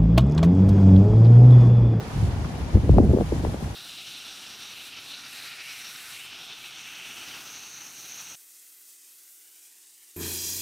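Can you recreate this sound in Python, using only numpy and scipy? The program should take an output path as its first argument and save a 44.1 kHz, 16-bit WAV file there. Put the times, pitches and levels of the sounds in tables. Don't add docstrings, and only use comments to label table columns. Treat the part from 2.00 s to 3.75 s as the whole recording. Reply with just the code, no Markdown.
import sys
import numpy as np
from scipy import signal
from scipy.fft import rfft, irfft
from scipy.io import wavfile

SR = 44100
rng = np.random.default_rng(int(sys.argv[2]) if len(sys.argv) > 2 else 0)


def pcm_store(signal):
    levels = np.round(np.clip(np.atleast_2d(signal), -1, 1) * 32767)
    wavfile.write(sys.argv[1], SR, levels.astype(np.int16).T)


N = 77175

# (time [s], rumble level [dB], flutter level [dB])
WIND_LEVELS = [(0, -44.5, -33.5), (.11, -33, -46), (.235, -21, -38.5), (.316, -27.5, -39.5),
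               (.414, -26, -42), (.536, -28, -38.5), (.594, -32, -34.5), (.638, -25, -38.5),
               (.728, -32, -38.5), (.756, -9.5, -23), (.808, -25, -35.5), (.875, -21.5, -27),
               (.905, -8.5, -34.5), (.96, -17, -24.5), (.994, -13, -20.5), (1.116, -16, -24),
               (1.17, -27.5, -32), (1.222, -23, -21), (1.26, -32.5, -48), (1.36, -26, -36.5),
               (1.49, -26, -36.5), (1.602, -38, -44.5), (1.63, -29, -43), (1.75, -34.5, -43.5)]
# (frequency [Hz], relative density [dB per Hz])
RUMBLE_SPECTRUM = [(22, -19), (40, -11.5), (64, 1), (119, -4.5), (177, -10.5), (260, -25), (340, -33)]
# (frequency [Hz], relative density [dB per Hz])
FLUTTER_SPECTRUM = [(120, -7), (190, -2), (350, -7), (450, -13), (750, -23), (1200, -46)]
# (time [s], nominal peak level [dB], starting pitch [Hz], closing pitch [Hz], length [s])
EDDY_EVENTS = [(0.226, -13, 214, 97, 0.012), (0.753, -11, 544, 195, 0.0068),
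               (0.769, -4.5, 480, 180, 0.0047), (.83, -19.5, 423, 241, 0.016),
               (.892, -4.5, 630, 276, 0.0068), (.924, -11, 110, 58.7, 0.056),
               (0.939, -8.5, 650, 200, 0.0076), (0.966, -8.5, 550, 203, 0.017),
               (0.982, 2, 1500, 212, 0.0089), (0.999, 1.5, 480, 218, 0.0088),
               (1.034, -5.5, 430, 193, 0.009), (1.063, -15.5, 722, 247, 0.01),
               (1.074, -9.5, 480, 168, 0.0059), (1.102, -9, 567, 171, 0.0096),
               (1.112, -12.5, 810, 320, 0.0066), (1.132, -10, 420, 353, 0.014),
               (1.144, -4.5, 400, 200, 0.009), (1.162, -13.5, 480, 357, 0.0062),
               (1.17, -7.5, 487, 392, 0.0055), (1.185, -4.5, 540, 317, 0.0036),
               (1.208, -5, 1295, 240, 0.0047), (1.32, -13, 633, 320, 0.012), (1.36, -16, 396, 163, 0.0063),
               (1.395, -19, 420, 248, 0.0069), (1.435, -17, 376, 330, 0.01), (1.448, -8, 1516, 212, 0.0053),
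               (1.466, -16, 605, 403, 0.0048), (1.5419, -12, 850, 201, 0.0057),
               (1.623, -16.5, 750, 109, 0.009)]
# (time [s], roar level [dB], hiss level [dB], left minus right [dB])
SURF_LEVELS = [(0, -37, -60.5, -2), (.18, -36, -53.5, -1), (.32, -37, -58, -1), (.75, -37.5, -59, 1),
               (1.15, -41, -55.5, 0.5), (1.33, -38, -54, 1), (1.75, -39.5, -53.5, 0.5)]
# (frequency [Hz], relative density [dB per Hz])
SURF_SPECTRUM = [(120, 5), (170, -4.5), (560, -11.5), (800, -9.5), (1300, -17), (1700, -18.5),
                 (2400, -21.5), (4700, -26), (6500, -28), (8300, -33), (10300, -33.5), (12000, -40.5),
                 (15400, -41)]
# (frequency [Hz], left-right likeness [0 to 1])
SURF_ALIKE = [(150, 1), (300, 0.43), (640, 0.68), (1400, 0.022), (8500, 0.026), (11800, 1), (14200, 0.2)]
# (frequency [Hz], left minus right [dB])
SURF_LEAN = [(300, 0), (800, 3.5), (2400, -3), (4400, 3), (8000, 2), (14000, -1.5)]

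RUMBLE_LUMP_DB, FLUTTER_LUMP_DB = 1.7, 3.5
RUMBLE_LUMP_HZ, FLUTTER_LUMP_HZ = 24.5, 49
RUMBLE_ALIKE, FLUTTER_ALIKE = 0.92, 0.94

SURF_PATCHY_DB, HISS_FROM_HZ = 1.7, 6600

EDDY_FALL_S, EDDY_ATTACK_S = 0.002465, 0.0034
EDDY_WOBBLE = 0.26
EDDY_TILT = 0.61
OVERTONE_DB = -18
SNAP_DB, SNAP_S, SNAP_CUT_HZ = -33, 0.0015, 1420
EDDY_RIGHT_CUT_HZ, EDDY_RIGHT_DB = 545, -0.44

SPLASH_S, SPLASH_DB, SPLASH_HZ, SPLASH_LENGTH_S = 0.449, -35, 1160, 0.0042

LIMIT_DB, LIMIT_RATIO = -4, 0.62
RELEASE_DB_PER_S = 26
CUTOFF_HZ = 15400

LEFT_RIGHT = np.array([[1], [-1]])


def amp(db):
    return 10 ** (np.asarray(db) / 20)


def rms_one(x):
    return x / np.sqrt(np.mean(x ** 2) + 1e-20)


def in_time(rows):
    times, *columns = np.transpose(rows)
    return [np.interp(np.arange(N) / SR, times, column) for column in columns]


def at_hz(points, hz):
    table_hz, values = np.transpose(points)
    return np.interp(np.log(hz), np.log(table_hz), values)


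def drift(corner_hz):
    step, settle = 20, 3000
    pole = np.exp(-2 * np.pi * corner_hz * step / SR)
    noise = rng.standard_normal(N // step + settle + 2)
    slow = signal.lfilter([1], [1, -2 * pole, pole * pole], noise)[settle:]
    return np.interp(np.arange(N) / step, np.arange(len(slow)), rms_one(slow - slow.mean()))


def left_right(mid, side, alike):
    alike = np.clip(alike, 0, 1)
    return np.sqrt(1 + alike) * mid + np.sqrt(1 - alike) * side * LEFT_RIGHT


def colour(x, spectrum):
    hz = np.maximum(np.arange(N // 2 + 1) * SR / N, 1)
    low, high = spectrum[0][0], spectrum[-1][0]
    skirt = np.minimum(1, (hz / low) ** 3) * np.minimum(1, (high / hz) ** 3)
    return rms_one(irfft(rfft(x) * amp(at_hz(spectrum, hz)) * skirt, N))


def lumpy_noise(alike, lump_db, lump_hz, spectrum):
    mid, side = rng.standard_normal((2, N))
    lumps = amp(lump_db * drift(lump_hz))
    return colour(left_right(mid, side, alike) * lumps, spectrum)


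def wind():
    rumble_db, flutter_db = in_time(WIND_LEVELS)
    rumble = lumpy_noise(RUMBLE_ALIKE, RUMBLE_LUMP_DB, RUMBLE_LUMP_HZ, RUMBLE_SPECTRUM)
    flutter = lumpy_noise(FLUTTER_ALIKE, FLUTTER_LUMP_DB, FLUTTER_LUMP_HZ, FLUTTER_SPECTRUM)
    return amp(rumble_db) * rumble + amp(flutter_db) * flutter


def surf():
    roar_db, hiss_db, pan_db = in_time(SURF_LEVELS)
    together = drift(20)
    edges = 140 * 2 ** np.arange(0, 7.1, .5)
    white = rng.standard_normal((2, 2, N))
    wash = 0
    for k, (low, high) in enumerate(zip(edges, edges[1:])):
        band = signal.butter(2, [low, high], "band", fs=SR, output="sos")
        mid, side = signal.sosfilt(band, white[k % 2])
        hz = np.sqrt(low * high)
        hiss_share = 1 / (1 + (HISS_FROM_HZ / hz) ** 2)
        roar_swell = (1 - hiss_share) * (roar_db - roar_db.mean())
        hiss_swell = hiss_share * (hiss_db - hiss_db.mean())
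        patches = SURF_PATCHY_DB * (0.28 * together + 0.64 * drift(33))
        lean = at_hz(SURF_LEAN, hz) / 2 * LEFT_RIGHT
        gain = amp(roar_swell + hiss_swell + patches + lean)
        wash = wash + gain * left_right(mid, side, at_hz(SURF_ALIKE, hz))
    return amp(roar_db.mean() + pan_db / 2 * LEFT_RIGHT) * colour(wash, SURF_SPECTRUM)


def eddies():
    out = np.zeros(N + SR)
    t = np.arange(SR // 20) / SR
    low_pass = signal.butter(2, SNAP_CUT_HZ, fs=SR, output="sos")
    rasp = rms_one(signal.sosfilt(low_pass, rng.standard_normal(N + SR)))
    attack = np.sin(np.pi / 2 * np.minimum(t / EDDY_ATTACK_S, 1)) ** 2
    snap_shape = (t / SNAP_S * np.exp(1 - t / SNAP_S)) ** 2

    for start_s, db, start_hz, end_hz, length_s in EDDY_EVENTS:
        phase, wobble_phase, wobble_speed = rng.random(3)
        glide = end_hz + (start_hz - end_hz) * np.exp(-t / EDDY_FALL_S)
        wobble = np.sin(2 * np.pi * (wobble_phase + t * 90 * (1 + wobble_speed)))
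        pitch = glide * (1 + EDDY_WOBBLE * wobble)
        turn = 2 * np.pi * (phase + np.cumsum(pitch) / SR)
        decay = np.exp(-(t / max(length_s, .002)) ** 2)
        shape = attack * decay * (end_hz / glide) ** EDDY_TILT
        swings = shape * (np.sin(turn) + amp(OVERTONE_DB) * np.cos(2 * turn))

        first = int(start_s * SR)
        span = slice(first, first + len(t))
        snap = amp(SNAP_DB) * (start_hz / 1000) ** 2 * snap_shape * rasp[span]
        out[span] += amp(db) * (swings + snap)

    left = out[:N]
    right = signal.lfilter(*signal.butter(1, EDDY_RIGHT_CUT_HZ, fs=SR), left)
    return np.array([left, amp(EDDY_RIGHT_DB) * right])


def splash():
    edges = [SPLASH_HZ / np.sqrt(2), SPLASH_HZ * np.sqrt(2)]
    band = signal.butter(2, edges, "band", fs=SR, output="sos")
    noise = rms_one(signal.sosfilt(band, rng.standard_normal((2, N))))
    burst = np.exp(-((np.arange(N) / SR - SPLASH_S) / SPLASH_LENGTH_S) ** 2)
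    return amp(SPLASH_DB) * burst * noise


def scene():
    return wind() + surf() + eddies() + splash()


def record(dry):
    peak_db = 20 * np.log10(np.abs(dry).max(0) + 1e-9)
    over = np.maximum(peak_db - LIMIT_DB, 0)
    ramp = RELEASE_DB_PER_S * np.arange(N) / SR
    held = np.maximum.accumulate(over + ramp) - ramp
    smooth = signal.lfilter([.03], [1, -.97], held)
    duck_db = LIMIT_RATIO * np.roll(smooth, -SR // 500)
    low_pass = signal.cheby2(30, 60, CUTOFF_HZ, fs=SR, output="sos")
    return signal.sosfilt(low_pass, dry * amp(-duck_db))


dry = scene()
out = record(dry)
pcm_store(out)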